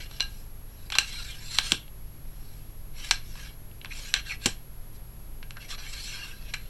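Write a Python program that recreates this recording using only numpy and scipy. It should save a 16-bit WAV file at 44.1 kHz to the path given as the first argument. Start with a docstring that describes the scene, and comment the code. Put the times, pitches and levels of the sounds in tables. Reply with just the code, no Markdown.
"""In a small room, a cleaning rod with a cloth patch is worked up and down a steel gun barrel.
Friction noise makes the patch hiss and the rod scrape; the bore's air column rings in narrow, ragged bands.
Impacts excite the damped modes of the steel; end stops jolt the gun, and the drawn-out rod rings on.
Shaped noise and steady or wavering sines form a low room hum and a thin electronic whine."""
import sys
import numpy as np
from scipy import signal
from scipy.fft import rfft, irfft
from scipy.io import wavfile
from scipy.ndimage import uniform_filter1d

SR = 44100
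rng = np.random.default_rng(int(sys.argv[2]) if len(sys.argv) > 2 else 0)


def transcribe(u):
    """Save the signal u as a 16-bit wav file named by the first command-line argument.

    u: samples, shape (n,) or (channels, n), limited to [-1, 1]; the rate is SR.
    q: integer samples, one column per channel.
    """
    v = np.clip(np.atleast_2d(u).T, -1, 1)
    q = np.round(v * 32767).astype(np.int16)
    wavfile.write(sys.argv[1], SR, q)


N = 295029  # samples
BINS = np.fft.rfftfreq(4096, 1 / SR)  # frequencies of every filter gain, Hz
LEVEL_S = 0.004  # the level of a blow or jolt counts its whole energy as lying within this time


def amp(db):
    """Level definition: 20 dB is a tenfold amplitude."""
    return 10 ** (np.asarray(db) / 20)


def evened(x):
    """Normalisation to unit root-mean-square amplitude."""
    return x / np.sqrt(np.mean(x ** 2) + 1e-20)


def read(points, hz):
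    """Linear interpolation of a table along a logarithmic frequency axis."""
    f, value = np.transpose(points)
    return np.interp(np.log(hz + 1), np.log(f + 1), value)


def add(mix, s, sound):
    """Superposition: adds a sound into the mix from time s, in seconds."""
    part = mix[round(s * SR):][:len(sound)]
    part += sound[:len(part)]


def coloured(x, gain):
    """Minimum-phase filtering by a gain on BINS: causal, so ringing only follows an impulse."""
    both_sides = np.r_[gain, gain[-2:0:-1]]
    log_gain = np.log(np.maximum(both_sides, 1e-5))
    # the Hilbert transform of the log gain gives the minimum phase
    taps = np.fft.ifft(np.exp(np.conj(signal.hilbert(log_gain)))).real
    return signal.oaconvolve(x, taps)[:len(x)]


def peak(hz, width):
    """Resonance: the gain of one damped mode, 1 at its centre."""
    return 1 / np.sqrt(1 + (2 * (BINS - hz) / width) ** 2)


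def band(lo_hz, hi_hz):
    """Band-pass gain with steep, maximally flat skirts."""
    low_side = 1 + (lo_hz / (BINS + 1)) ** 10
    high_side = 1 + (BINS / hi_hz) ** 10
    return 1 / np.sqrt(low_side * high_side)


def drift(rate):
    """Low-pass random fluctuation of rms 1, its spectrum halved in amplitude at rate, in Hz."""
    f = np.fft.rfftfreq(N, 1 / SR)
    spectrum = rfft(rng.standard_normal(N)) / (1 + (f / rate) ** 4)
    return evened(irfft(spectrum, N))


def steel(between_db=-21):
    """Modal response: the gains of all the modes add over a flat bed of weaker ones."""
    # modes of rod and barrel, damped by the hand: f/Hz, width at half gain/Hz, level/dB
    modes = [(793, 57, -17.5), (1102, 530, -7.5), (1619, 145, 2), (2303, 375, -1), (2748, 237, 1),
             (3250, 450, -4.5), (4074, 484, 0), (4320, 390, -11.5), (5313, 210, -7), (5750, 320, -3.5),
             (7555, 490, -8.5), (8350, 480, -32.5), (9500, 215, -20.5)]
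    return amp(between_db) + sum(amp(db) * peak(hz, width) ** 2 for hz, width, db in modes)


def background(hum_waver=0.498, hum_rate=2.465, hum_swell_db=2.2):
    """Broadband and tonal noise: rumble and hiss, a hum wavering in level and phase, steady tones."""
    # relative spectral density of room rumble and hiss: f/Hz, level/dB
    air_shape = [(8, -4), (19, 3), (27, 0.5), (36, -8.5), (51, -2), (62, -18.5), (100, -21), (160, -25),
                 (230, -28), (620, -35), (1100, -39.5), (3000, -45.5), (9500, -49), (11350, -40),
                 (12000, -49), (13500, -54.5), (16000, -53)]
    # wavering tones of the hum: f/Hz, rms level/dB before the swell
    hum_tones = [(77, -60.5), (104.5, -55.5), (129, -63), (145.3, -58), (210, -68)]
    # steady electronic tones: f/Hz, rms level/dB
    faint_tones = [(10006.5, -82.5), (10083.7, -71), (10160.7, -71), (10238.6, -81.5), (15278, -80.5)]
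    t, f = np.arange(N) / SR, np.fft.rfftfreq(N, 1 / SR)
    noise_spectrum = rfft(rng.standard_normal(N)) * amp(read(air_shape, f))
    air = amp(-39.5) * evened(irfft(noise_spectrum, N))
    hum = np.zeros(N)
    for hz, db in hum_tones:
        level = amp(db + hum_swell_db * drift(hum_rate))
        phase_waver = hum_waver * drift(hum_rate)  # rad
        hum += level * np.sin(2 * np.pi * hz * t + phase_waver)
    tones = sum(amp(db) * np.sin(2 * np.pi * (hz * t + rng.random())) for hz, db in faint_tones)
    return air + np.sqrt(2) * (hum + tones)  # a sine of rms 1 peaks at the square root of 2


def whine(db=-58.5, swing=1.1, hz=11376.5, cycle_hz=15):
    """Phase modulation: the strongest electronic tone swings in pitch at a constant level."""
    t = np.arange(N) / SR
    cycle = sum(np.sin(2 * np.pi * k * cycle_hz * t) / k ** 2 for k in (1, 3, 5))
    return amp(db) * evened(np.sin(2 * np.pi * hz * t + swing * cycle))


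def friction(slips_per_s, spread_db, smooth):
    """Friction as shot noise: random tiny slips of uneven size over a smooth rub."""
    sizes = amp(spread_db * np.minimum(rng.exponential(1, N), 4))
    happens = rng.random(N) < slips_per_s / SR
    slips = sizes * rng.choice([-1, 1], N) * happens
    return evened(slips) + smooth * rng.standard_normal(N)


def wander(x, patches_db=5.0):
    """Sliding contact: as the contact point moves, narrow bands swell and fade by chance."""
    z = signal.stft(x, SR, nperseg=1024, noverlap=768)[2]
    over_time = uniform_filter1d(rng.standard_normal(z.shape), size=9, axis=1)
    patches = evened(uniform_filter1d(over_time, size=4, axis=0))
    varied = signal.istft(z * amp(patches_db * patches), SR, nperseg=1024, noverlap=768)[1]
    return evened(varied[:N])


def rubbing_levels():
    """Velocity law: friction gains of rod and cloth grow as powers of speed; catches add rasps."""
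    # each push or pull: start t/s, speeding up t/s, slowing down t/s,
    # rod scraping on steel level/dB, cloth hiss level/dB (both at full speed)
    pushes = [(0.0, 0.0033, 0.091, -43, -49), (0.06, 0.098, 0.058, -51, -54.5),
              (0.25, .04, 0.28, -78, -56.5), (0.6, .27, .04, -64, -61), (0.915, .03, .04, -41, -50),
              (0.93, 0.2, 0.42, -46.5, -46), (1.31, 0.27, .14, -50, -44.5), (1.46, 0.13, 0.049, -43.5, -37),
              (1.61, 0.052, .14, -43, -37), (2.1, 0.42, .3, -67, -63), (2.92, 0.14, 0.091, -45, -44.5),
              (3.2, 0.083, 0.2, -67, -55.5), (3.3, 0.12, 0.14, -49, -50.5),
              (3.87, 0.12, 0.22, -47.5, -43.5), (4.14, 0.021, 0.059, -32.5, -52),
              (4.232, 0.064, 0.086, -42, -45.5), (4.389, 0.074, 0.072, -39.5, -42),
              (4.92, 0.04, 0.02, -68, -57.5), (5.57, 0.068, 0.057, -49, -53.5),
              (5.678, 0.026, 0.064, -38.5, -39.5), (5.73, 0.3, 0.15, -54, -42.5),
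              (6.02, 0.091, .2, -43, -46.5), (6.19, 0.038, 0.2, -47, -50), (6.3, 0.17, 0.36, -55, -58.5)]
    # the rod catches on the bore and rasps briefly: t/s, level/dB
    catches = [(0.158, -64), (1.0, -38.5), (3.908, -49), (5.692, -41.5), (5.775, -42), (5.832, -43.5),
               (5.925, -43.5), (6.12, -39), (6.46, -50)]
    rod_power, cloth_power = 1.48, 1.9  # exponents of amplitude against speed
    attack_s, hold_s, release_s = 0.0071, 0.02, 0.057  # of a catch
    t = np.arange(N) / SR
    rod_energy, cloth_energy = np.zeros(N), np.zeros(N)
    for start, rise_s, fall_s, rod_db, cloth_db in pushes:
        age = np.arange(0, rise_s + fall_s, 1 / SR)
        ramp = np.interp(age, [0, rise_s, rise_s + fall_s], [0, 1, 0])
        speed = np.sin(np.pi / 2 * ramp)  # relative to the fastest moment of the stroke
        add(rod_energy, start, (amp(rod_db) * speed ** rod_power) ** 2)
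        add(cloth_energy, start, (amp(cloth_db) * speed ** cloth_power) ** 2)
    rasp = np.interp(t, np.cumsum([0, attack_s, hold_s, release_s]), [0, 1, 1, 0])
    for start, db in catches:
        add(rod_energy, start, (amp(db) * rasp) ** 2)
    return np.sqrt(rod_energy), np.sqrt(cloth_energy)


def strokes(through_steel=0.47, unsteady_db=1.5):
    """Friction excitation: rod slips ring the steel, finer cloth grain rings it less; the hand wavers."""
    # colour of the rod's scrape: f/Hz, level/dB
    rod_colour = [(100, -9.5), (500, -1), (1000, -2), (2000, 4.5), (4500, 1), (6500, -2), (9000, -9.5),
                  (16000, -14.5)]
    # colour of the cloth's hiss: f/Hz, level/dB
    cloth_colour = [(200, -21.5), (1500, -7), (4100, 1), (5500, 4.5), (6700, 0.5), (7800, 2), (9200, -0.5),
                    (10300, -2), (12400, -12.5), (15900, -21)]
    rod_gain, cloth_gain = rubbing_levels()
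    rod_slips = friction(slips_per_s=2000, spread_db=3, smooth=0.8)
    cloth_slips = friction(slips_per_s=4000, spread_db=2.8, smooth=1)
    scrape = wander(coloured(rod_slips, steel() * amp(read(rod_colour, BINS))))
    # a power below 1 flattens the steel's resonances
    cloth_filter = steel() ** through_steel * amp(read(cloth_colour, BINS))
    hiss = wander(coloured(cloth_slips, cloth_filter))
    hand = amp(unsteady_db * drift(48.4))
    return hand * (scrape * rod_gain + hiss * cloth_gain)


def knocks(emphasis_hz=700, buzz=0.13, buzz_s=0.0091, bump_s=0.0066):
    """Impact excitation: a brief chatter of contacts rings modes weighted by where the blow lands."""
    # rod against barrel: t/s, strongest ring f/Hz, its boost level/dB, contact decay t/s (before the
    # spectrum is evened), ring level/dB, hollow clack and bright tick level/dB relative to the ring
    blows = [(0.1109, 3950, 7, .0022, -45, -5, -5), (0.199, 4050, 12, 0.0017, -31, -19, -18),
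             (0.2057, 4000, 3, 0.00056, -21, -32.5, -11), (0.226, 4080, 10, .0007, -38, -14, -3),
             (0.9019, 2847, -1, 0.00056, -34.5, -10, -6.5), (0.9211, 3160, 15, 0.0058, -26.5, -9, -9),
             (0.9517, 3940, -4, 0.0093, -23, -5.5, -11.5), (0.9852, 2960, -7, 0.00076, -13.5, -15, -5.5),
             (1.5859, 4030, 3, 0.0011, -13.5, -11.5, -10), (1.7197, 3430, 11, 0.0013, -14, -17.5, -6),
             (1.8797, 3210, 20, .0018, -51.5, -27, -22), (3.11, 5860, 4, 0.003, -13, -11, -6),
             (3.3543, 3000, 7, .003, -48.5, 0, -15), (3.7133, 2910, 12, .0015, -54.5, -13, -18),
             (3.8142, 3120, 26, .0018, -42, -30, -26), (3.847, 2340, 10, 0.0012, -36.5, -5, -10.5),
             (3.8575, 3120, 22, 0.0011, -39, -9.5, -25), (4.1398, 3450, 7, .0007, -15, -15.5, -7.5),
             (4.4583, 3100, 0, 0.0064, -17.5, -23, 0), (5.4276, 2230, 7, 0.0037, -41, -7.5, -28),
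             (5.5075, 2760, 4, 0.00073, -39, -10, -7.5), (5.569, 1630, 9, 0.0015, -40, -4.5, -15),
             (6.5384, 2150, 14, 0.0055, -25.5, -14, -8)]
    # colour of the bright tick: f/Hz, level/dB
    tick_shape = [(5600, 4), (7900, 6.5), (10400, -2.5), (15900, -17)]
    thud_db = -31.5  # relative to the ring
    out, t = np.zeros(N), np.arange(len(BINS) * 2) / SR
    body = steel(between_db=-10.5)
    low, hollow = band(160, 620), band(760, 1550)
    middle, high = band(1400, 5500), band(5400, 16000)
    for s, hz, boost_db, contact_s, db, clack_db, tick_db in blows:
        chatter = rng.choice([-1, 1], len(t))
        fading = np.exp(-t / contact_s) + buzz * np.exp(-t / buzz_s)
        spectrum = rfft(chatter * fading)
        # a hard contact feeds all frequencies nearly alike
        blow = irfft(spectrum / np.sqrt(abs(spectrum) + 1e-9))
        blow = blow * (t < t[-1] / 2)  # drops what the transform wraps round to the end
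        struck = body * (1 + amp(boost_db) * peak(hz, emphasis_hz))
        ring = coloured(blow, struck * middle)
        thud = coloured(chatter * np.exp(-t / bump_s), low * peak(250, 400))
        clack = coloured(blow, np.sqrt(body) * hollow)
        tick = coloured(blow, struck * high * amp(read(tick_shape, BINS)))
        sound = evened(ring) + amp(thud_db) * evened(thud)
        sound += amp(clack_db) * evened(clack) + amp(tick_db) * evened(tick)
        add(out, s, amp(db) * sound * np.sqrt(LEVEL_S / t[-1]))
    return out


def rod_rings(split_hz=55):
    """Mode splitting: the rod bends in two planes, so each mode is a close pair that beats as it dies."""
    # with much of its length drawn out, the struck rod rings on: t/s, level/dB
    free_rings = [(0.2053, -24), (0.9856, -23.5), (6.5368, -39)]
    # the rod's own modes when free of the bore: f/Hz, level/dB relative to the ring, 60 dB decay t/s
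    rod_modes = [(800, -25, .2), (1068, -23, .16), (1310, -25, 0.29), (1637, -11, 0.22), (2850, 0, .13),
                 (4050, 6, 0.07), (5873, -6, .1)]
    out, t = np.zeros(N), np.arange(SR // 3) / SR
    for s, level_db in free_rings:
        for hz, db, t60 in rod_modes:
            pair = np.zeros(len(t))
            for plane in range(2):
                plane_hz = hz + split_hz * rng.uniform(-1.1, 1)
                pair += np.sin(2 * np.pi * plane_hz * t)
            add(out, s, amp(level_db + db - 60 * t / t60) * pair / 2)
    return out


def bore_resonances(ragged_hz=170):
    """Bore resonance: the air column rings in a narrow, ragged band that glides as the patch travels."""
    # narrow resonances heard in the rubbing, gliding or nearly steady:
    # start t/s, end t/s, rms level/dB, first f/Hz, last f/Hz
    glides = [(0.93, 0.951, -36.5, 3140, 3520), (1.082, 1.269, -45, 4140, 3930),
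              (1.252, 1.377, -49.5, 3940, 2680), (1.388, 1.585, -55, 7320, 7650),
              (1.46, 1.6, -47, 4070, 4100), (3.001, 3.087, -57, 2870, 2910), (3.362, 3.43, -57, 1736, 1710),
              (3.445, 3.515, -59, 3270, 3120), (3.906, 3.929, -40.5, 2246, 2390),
              (4.29, 4.344, -35.5, 2720, 2055), (5.558, 5.592, -48, 1587, 1620),
              (5.917, 6.16, -48, 4260, 4210)]
    out = np.zeros(N)
    low_pass = signal.butter(2, ragged_hz, fs=SR, output="sos")
    for start, end, db, first_hz, last_hz in glides:
        count = max(round((end - start) * SR), 64)
        turns = np.cumsum(np.linspace(first_hz, last_hz, count)) / SR
        grain = signal.sosfilt(low_pass, rng.standard_normal((2, SR // 2)))[:, :count]
        # slow complex noise on a gliding carrier is a moving band of noise
        tone = ((grain[0] + 1j * grain[1]) * np.exp(2j * np.pi * turns)).real
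        swell = np.sin(np.linspace(0, np.pi, count))
        add(out, start, amp(db) * evened(tone * swell))
    return out


def jolts(decay_s=0.013):
    """Heavily damped impact: a dull, quickly fading bump of the gun's body at each end stop."""
    # the rod reaches the end of its travel and jolts the whole gun: t/s, level/dB
    end_stops = [(1.7201, -26.5), (4.4574, -20.5)]
    # colour of the bump: f/Hz, level/dB
    jolt_shape = [(60, -7), (120, -6), (180, -3), (280, 1.5), (420, -5.5), (560, -9.5), (780, -12),
                  (1200, -11.5), (2500, -45)]
    out, t = np.zeros(N), np.arange(len(BINS) * 2) / SR
    for s, db in end_stops:
        chatter = rng.choice([-1, 1], len(t)) * np.exp(-t / decay_s)
        bump = coloured(chatter, amp(read(jolt_shape, BINS)))
        add(out, s, amp(db) * evened(bump) * np.sqrt(LEVEL_S / t[-1]))
    return out


def room(x, wet_db, first_s=0.0031, echoes_per_s=4000):
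    """Reverberation: dense echoes from near furniture and walls decay at a rate set by frequency."""
    # the room's decay: f/Hz, 60 dB decay t/s
    room_decay = [(150, .2), (700, .2), (1600, .27), (4000, .24), (8000, .21), (16000, .15)]
    count = SR // 2
    echoes = rng.choice([-1., 1.], count) * (rng.random(count) < echoes_per_s / SR)
    echoes = echoes * (np.arange(count) > first_s * SR)
    hz, t, z = signal.stft(echoes, SR, nperseg=256)
    decay = amp(-60 * t / read(room_decay, hz)[:, None])
    tail = signal.istft(z * decay, SR, nperseg=256)[1]
    return x + amp(wet_db) * signal.fftconvolve(x, tail / np.linalg.norm(tail))[:N]


def scene():
    """Superposition of rubbing and impacts, each with its reverberation, over the background."""
    rubs = strokes() + bore_resonances()
    hits = knocks() + jolts() + rod_rings()
    in_room = room(rubs, wet_db=-15.5) + room(hits, wet_db=-11.5)
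    return (in_room + background() + whine())[None]


def record(dry):
    """Band limitation: a linear-phase low-pass filter removes the extreme treble."""
    edge_hz = 16100
    taps = signal.firwin(511, edge_hz, window=("kaiser", 9), fs=SR)
    return signal.oaconvolve(dry, taps[None], "same")


dry = scene()
out = record(dry)
transcribe(out)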